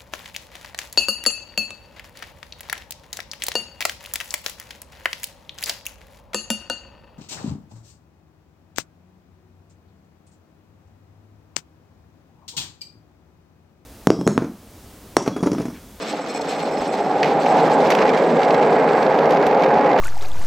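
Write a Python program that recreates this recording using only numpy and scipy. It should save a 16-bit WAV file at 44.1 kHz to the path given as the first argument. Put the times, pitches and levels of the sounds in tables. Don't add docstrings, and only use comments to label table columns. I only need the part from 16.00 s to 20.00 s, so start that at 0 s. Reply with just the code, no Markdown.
import sys
import numpy as np
from scipy import signal
from scipy.fft import rfft, irfft
from scipy.io import wavfile
from scipy.ndimage import uniform_filter1d, minimum_filter1d, map_coordinates

SR = 44100
rng = np.random.default_rng(int(sys.argv[2]) if len(sys.argv) > 2 else 0)


def transcribe(signal):
    frames = np.atleast_2d(signal).T
    limited = np.clip(frames, -1, 1)
    pcm = np.round(limited * 32767).astype(np.int16)
    wavfile.write(sys.argv[1], SR, pcm)


N = 176400
TIME = np.arange(N) / SR

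# (time [s], level [dB])
KNOCKS = [(.132, -22.5), (.191, -24), (.347, -24.5), (.395, -24.5), (.481, -26), (.522, -21.5), (.574, -21),
          (.666, -25), (.742, -19.5), (.816, -21.5), (.885, -23), (.937, -23.5), (1.003, -15.5),
          (1.059, -19.5), (1.106, -22), (1.154, -16.5), (1.214, -13.5), (1.254, -17), (1.310, -16),
          (1.440, -19), (1.462, -14.5), (1.70, -19), (2.047, -10), (2.384, -9), (2.995, -20), (3.563, -10)]
# (time [s], level [dB])
GRIT_LEVEL = [(0, -38.5), (1.15, -38), (1.42, -34), (1.48, -30), (1.8, -33.5), (2.03, -23.5), (2.25, -33),
              (2.55, -28), (3.3, -28.5), (3.62, -27.5), (3.78, -29), (4, -27)]
# (frequency [Hz], level [dB])
PRESSED_MODES = [(2210, -0.5), (2480, 3.5), (3480, -2), (4240, 1.5), (5250, 0.5), (5460, 0), (6250, -2.5),
                 (7320, -5), (7770, 2), (8080, -3.5), (12250, -19)]
# (frequency [Hz], level [dB])
LIGHT_MODES = [(7580, 1.5), (8020, 1)]
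GRAINS_PER_S, GRAIN_SPREAD_DB = 3200, 4.5
IMPACT_DETUNE, BRAKE_DETUNE = 0.043, 0.006


def rumble():
    # (time [s], level [dB])
    roll_level = [(0, -28.5), (.3, -28), (.5, -25), (.68, -22.5), (.83, -23), (1.12, -20.5), (1.25, -16.5),
                  (1.39, -16.5), (1.43, -21.5), (1.475, -16), (1.7, -14), (2.25, -14), (2.385, -12),
                  (2.42, -18), (2.54, -14), (3.48, -15), (3.85, -14.5), (4, -14.5)]
    # (frequency [Hz], bandwidth [Hz], level when slow [dB], level when fast [dB])
    shell_modes = [(162.3, 23.6, -7.5, -5.5), (223, 47, -3, -6), (292.7, 47, 3, -1.5), (402.7, 27, -7, 1),
                   (452.8, 29, 1, 1.5), (508.5, 31, -0.5, 2.5), (549, 46, -2.5, 1.5), (641, 40, 1.5, 0.5),
                   (944, 130, -27, -6.5), (1197, 190, -10.5, -22.5), (1642, 43, -35, -9),
                   (2080, 130, -25, -17)]
    wheel_modes = [(740, 39, 3.5, 9), (831, 55, 3, 10)]
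    # (time [s], level [dB])
    wheel_level = [(0, -12.5), (.5, -7), (1.0, -4.5), (1.4, -4), (1.55, -0.5), (2.05, -8.5), (2.2, -6.5),
                   (2.35, -17), (2.41, -3.5), (2.7, -5), (3.5, -4), (3.85, -2)]
    # (frequency [Hz], level [dB])
    spectrum = [(25, -3.5), (100, -16), (145, 0), (365, -1), (400, 1.5), (850, -2.5), (1400, -4),
                (2400, -6.5), (4000, -15.5), (9000, -84.5)]
    # (frequency [Hz], left minus right [dB])
    balance = [(150, 0), (450, 0.3), (750, -0.5), (1100, -2), (2500, -5.5)]
    rate = turn_rate()
    speed = (rate - rate.min()) / np.ptp(rate)
    rolling = 0
    for modes, gain in ((shell_modes, undb(-1)), (wheel_modes, curve(wheel_level))):
        road = unit(noise()) * gain
        hz, width, slow_db, fast_db = np.array(modes).T
        slow = through(road, resonances(zip(hz, width, slow_db)) * colour(spectrum))
        fast = through(road, resonances(zip(hz, width, fast_db)) * colour(spectrum))
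        rolling += (slow * (1 - speed) + fast * speed) * curve(roll_level)
    shell = place(rolling * hop(), pan_db=-0.3, diffuse_db=-22.5) + knocks() + thuds()
    lean = np.sqrt(colour(balance))
    return irfft(rfft(shell) * np.array([lean, 1 / lean]), N)


def knocks():
    # (frequency [Hz], level [dB])
    modes = [(430, -8), (540, -6.5), (735, -3), (820, -1.5)]
    return struck(KNOCKS, modes, ring_s=0.0052, detune=IMPACT_DETUNE)


def hop(dip_db=-1.5, delay_s=0.032, width_s=0.015):
    return undb(dip_db * sum(np.exp(-((TIME - s - delay_s) / width_s) ** 2) for s, _ in KNOCKS))


def thuds():
    # (time [s], level [dB])
    dips = [(.70, -47), (.80, -41), (1.837, -46), (3.457, -40), (3.762, -39)]
    # (frequency [Hz], level [dB])
    modes = [(52, -2), (84, 0)]
    return struck(dips, modes, ring_s=0.0078, detune=IMPACT_DETUNE)


def turn_rate():
    # (time [s], rate [turns/s])
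    turns = [(0, 10), (.25, 10.7), (.5, 14.5), (1.001, 13.5), (2, 22.5), (4, 24.2)]
    return np.interp(TIME, *np.array(turns).T)


def throb(start_turns=0.05):
    return np.cos(2 * np.pi * (np.cumsum(turn_rate()) / SR + start_turns))


def grit():
    # (frequency [Hz], level [dB])
    spectrum = [(300, -17.5), (1000, 11), (1600, 5.5), (2300, 1.5), (3000, -14.5), (4400, -13), (6200, -24),
                (7500, -28.5), (9000, -37.5), (16000, -43)]
    cracks = grains(GRAINS_PER_S, GRAIN_SPREAD_DB) * curve(GRIT_LEVEL)
    return place(through(cracks, colour(spectrum)), pan_db=-1, diffuse_db=-12)


def fittings(chatter_db=-9.5, chatter_decay_s=0.0043, ring_db=-10.5):
    # (time [s], body level [dB], tick level [dB], decay time [s])
    clacks = [(1.23, -13.5, -47.5, 0.0037), (1.235, -17.5, -42.5, 0.002), (1.244, -24, -51, 0.0099),
              (1.258, -27.5, -53, 0.0093), (1.272, -29.5, -58, 0.044), (1.461, -24.5, -65, 0.0087),
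              (1.597, -25.5, -59, 0.0051), (1.903, -19, -30.5, 0.0099), (1.919, -17.5, -53.5, 0.008),
              (1.9505, -15, -33, 0.0024), (2.005, -24, -60, .005), (2.025, -24, -67, 0.0023),
              (2.092, -21.5, -50, 0.0055), (2.175, -21.5, -55, 0.0026), (2.432, -20, -67, 0.0042),
              (2.5442, -21, -44, 0.0044), (3.028, -21.5, -46, 0.0028), (3.307, -44, -38.5, .003),
              (3.466, -23, -38, 0.0065), (3.621, -25, -49, 0.0073), (3.636, -25, -53, 0.0085)]
    # (frequency [Hz], level [dB])
    body_spectrum = [(60, -33.5), (200, -9), (900, 0), (2300, 9), (3200, 1), (4500, -3), (6300, -10.5),
                     (9000, -30), (13000, -30.5), (16000, -38.5)]
    # (frequency [Hz], level [dB])
    tick_spectrum = [(2000, -42), (6000, 12), (9000, 1), (13500, 1.5), (16000, -12.5)]
    # (frequency [Hz], level [dB])
    modes = [(1976, -5.5), (2260, 3), (2520, -3.5)]
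    collisions = impacts(per_s=90, spread_db=3.5) ** 2 + 1e-18
    chatter_energy = signal.lfilter([1], [1, -np.exp(-2 / (chatter_decay_s * SR))], collisions)
    body_power = (unit(np.sqrt(chatter_energy)) * curve(GRIT_LEVEL) * undb(chatter_db)) ** 2
    tick_power = 0
    for s, body_db, tick_db, decay_s in clacks:
        fall = (TIME >= s) * np.exp(-np.clip(2 * (TIME - s) / decay_s, 0, 20))
        body_power += fall * undb(body_db) ** 2
        tick_power += fall * undb(tick_db) ** 2
    body = through(noise() * np.sqrt(body_power), colour(body_spectrum))
    tick = through(noise() * np.sqrt(tick_power), colour(tick_spectrum))
    hits = [(s, db + ring_db) for s, db, _, _ in clacks]
    ring = struck(hits, modes, ring_s=0.0023, detune=IMPACT_DETUNE)
    return place(body + tick, pan_db=-2.5, diffuse_db=-11) + ring


def brake_hiss(uneven_db=3):
    # (time [s], level [dB])
    level = [(0, -41), (.1, -34.5), (.22, -41.5), (.42, -41.5), (.51, -37), (.6, -39.5), (1.1, -44),
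             (1.42, -40.5), (1.5, -36.5), (1.85, -39), (4, -54.5)]
    # (frequency [Hz], level [dB])
    spectrum = [(100, -45.5), (600, 2), (1500, 5.5), (3000, 5), (4300, 4), (6800, -5.5), (8000, -9),
                (9000, -19), (12500, -21), (16000, -27)]
    rub = grains(per_s=5000, spread_db=1) * undb(uneven_db * walk(40.24))
    return through(rub * curve(level), colour(spectrum))


def brake_scrapes(bandwidth_hz=60):
    # (centre time [s], duration [s], level [dB])
    catches = [(0.022, 0.021, -35.5), (0.094, 0.047, -39), (0.301, 0.029, -36.5), (0.36, 0.043, -36),
               (0.418, 0.017, -34.5), (0.507, 0.045, -39), (0.942, 0.034, -43), (1.50, 0.045, -41.5)]
    force = sum(undb(db) * np.exp(-(2 * (TIME - s) / length) ** 4) for s, length, db in catches)
    metal = resonances([(hz, bandwidth_hz, db) for hz, db in PRESSED_MODES])
    return through(grains(GRAINS_PER_S, GRAIN_SPREAD_DB) * force, metal)


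def brake_squeaks(slips_per_s=73, ring_s=0.0035, spread_db=4.5, phase_step_rad=0.085):
    # (time [s], level [dB])
    level = [(0, -51), (.24, -48.5), (.33, -47), (.93, -43), (1.12, -53), (1.7, -62), (4, -82.5)]
    age = np.arange(N // 100) / SR
    envelope = age / ring_s * np.exp(-age / ring_s)
    out = np.zeros((2, N + len(age)))
    for hz, db in PRESSED_MODES:
        chance = rng.standard_normal((256, 5))
        starts = (np.arange(len(chance)) + chance[:, 0]) * SR / slips_per_s
        for start, (_, offset, size, phase, diffuse) in zip(starts.astype(int), chance):
            if 0 <= start < N:
                roughness = phase_step_rad * np.cumsum(rng.standard_normal(len(age)))
                cycles = hz * (1 + BRAKE_DETUNE * offset) * age + phase
                ring = envelope * np.sin(2 * np.pi * cycles + roughness) * undb(db + spread_db * size)
                out[:, start:start + len(age)] += np.outer([1, diffuse], ring)
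    return unit(out[:, :N]) * curve(level)


def brake_chirps():
    # (time [s], level [dB])
    chirps = [(1.398, -46), (1.628, -45), (1.734, -39)]
    return struck(chirps, LIGHT_MODES, ring_s=0.0045, detune=BRAKE_DETUNE)


def brake_ring(flutter_hz=59.5, waver_hz=70, throb_db=5):
    # (time [s], level [dB])
    level = [(0, -68), (1.2, -68), (1.7, -65), (2.32, -54.5), (2.85, -58.5), (3.03, -55), (3.15, -69)]
    tones = 0
    for hz, db in LIGHT_MODES:
        contact = np.abs(walk(flutter_hz)) ** .5
        phase = 2 * np.pi * np.cumsum(hz + waver_hz * walk(500)) / SR
        tones += undb(db) * contact * np.sin(phase)
    return unit(tones * undb(throb_db * throb())) * curve(level)


def wind(gust_db=3):
    # (time [s], level [dB])
    level = [(0, -68), (.5, -58.5), (.8, -54.5), (1.9, -54), (2.7, -60.5), (4, -51)]
    # (frequency [Hz], level [dB])
    spectrum = [(15, -26.5), (40, 4), (70, 11), (110, 17), (250, -42), (1000, -66)]
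    gusts = unit(noise() * undb(gust_db * walk(12)))
    return place(through(gusts * curve(level), colour(spectrum)), pan_db=1.5, diffuse_db=-5)


def bearings(throb_db=6):
    # (frequency [Hz], bandwidth [Hz], level [dB])
    modes = [(13480, 200, -2), (13900, 200, -5.5)]
    # (time [s], level [dB])
    level = [(0, -97), (1.2, -73), (2, -75.5), (3.3, -65.5), (4, -72)]
    drive = unit(noise() * undb(throb_db * throb()))
    return through(drive * curve(level), resonances(modes))


def struck(hits, modes, ring_s, detune):
    age = np.arange(N // 32) / SR
    envelope = age / ring_s * np.exp(1 - age / ring_s)
    hz, mode_db = np.array(modes, float).T
    out = np.zeros(N + len(age))
    for (s, db), (offset, phase) in zip(hits, rng.standard_normal((len(hits), 2, len(hz)))):
        cycles = np.outer(hz * (1 + detune * offset), age) + phase[:, None]
        ring = envelope * (undb(mode_db) @ np.sin(2 * np.pi * cycles))
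        start = max(int(s * SR), 0)
        out[start:start + len(age)] += unit(ring) * np.sqrt(np.mean(envelope ** 2)) * undb(db)
    return out[:N]


def impacts(per_s, spread_db):
    return (rng.random(N) < per_s / SR) * undb(spread_db * np.minimum(rng.exponential(size=N), np.pi))


def grains(per_s, spread_db):
    return unit(impacts(per_s, spread_db) * noise())


def noise():
    return rng.standard_normal((2, N))


def walk(rate):
    return map_coordinates(rng.standard_normal(1024), [TIME * rate], order=3, mode="wrap")


def undb(db):
    return 10 ** (np.asarray(db) / 20)


def unit(x):
    return x / np.sqrt(np.mean(x ** 2))


def curve(rows):
    return undb(np.interp(TIME, *np.array(rows, float).T))


def freqs():
    return np.maximum(np.arange(N // 2 + 1) * SR / N, 1)


def colour(rows):
    hz, db = np.array(rows, float).T
    return undb(np.interp(np.log(freqs()), np.log(hz), db))


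def resonances(rows):
    f = freqs()
    powers = (undb(db) ** 2 / (1 + ((f * f - hz * hz) / (f * width)) ** 2) for hz, width, db in rows)
    return np.sqrt(sum(powers))


def through(x, gain):
    cepstrum = irfft(np.log(unit(gain) + 1e-9), N)
    cepstrum[1:N // 2] *= 2
    cepstrum[N // 2 + 1:] = 0
    response = irfft(np.exp(rfft(cepstrum)), N)[:N // 16]
    return signal.fftconvolve(x, response[None], axes=1)[:, :N]


def place(pair, pan_db, diffuse_db):
    side = undb(diffuse_db) * pair[1]
    return np.array([(pair[0] + side) * undb(pan_db / 2), (pair[0] - side) * undb(-pan_db / 2)])


def scene():
    # (frequency [Hz], level [dB])
    width = [(30, -6.5), (90, 2), (170, -3), (900, 3), (1800, 4.5), (4300, -0.5), (9000, 2.5),
             (14000, -4.5)]
    cart = rumble() + grit() + fittings()
    friction = brake_hiss() + bearings()
    tones = brake_ring() + brake_chirps()
    friction += brake_scrapes() + brake_squeaks()
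    left, right = cart + place(friction, pan_db=0, diffuse_db=-9.5) + tones + wind()
    mid = (left + right) / 2
    side = irfft(rfft(left - right) / 2 * colour(width), N)
    return np.array([mid + side, mid - side])


def record(dry, threshold_db=-18.5, slope=0.14, rms_s=0.019, limit_db=-3, limit_s=0.018, top_hz=15800):
    rms = np.sqrt(uniform_filter1d(np.mean(dry ** 2, axis=0), int(rms_s * SR)) + 1e-12)
    even = dry * np.minimum(1, undb(threshold_db) / rms) ** slope
    window = int(limit_s * SR)
    allowed_gain = np.minimum(1, undb(limit_db) / (np.abs(even).max(axis=0) + 1e-9))
    gain = uniform_filter1d(minimum_filter1d(allowed_gain, window), window)
    return signal.sosfilt(signal.ellip(10, .2, 80, top_hz, fs=SR, output="sos"), even * gain)


dry = scene()
out = record(dry)
transcribe(out)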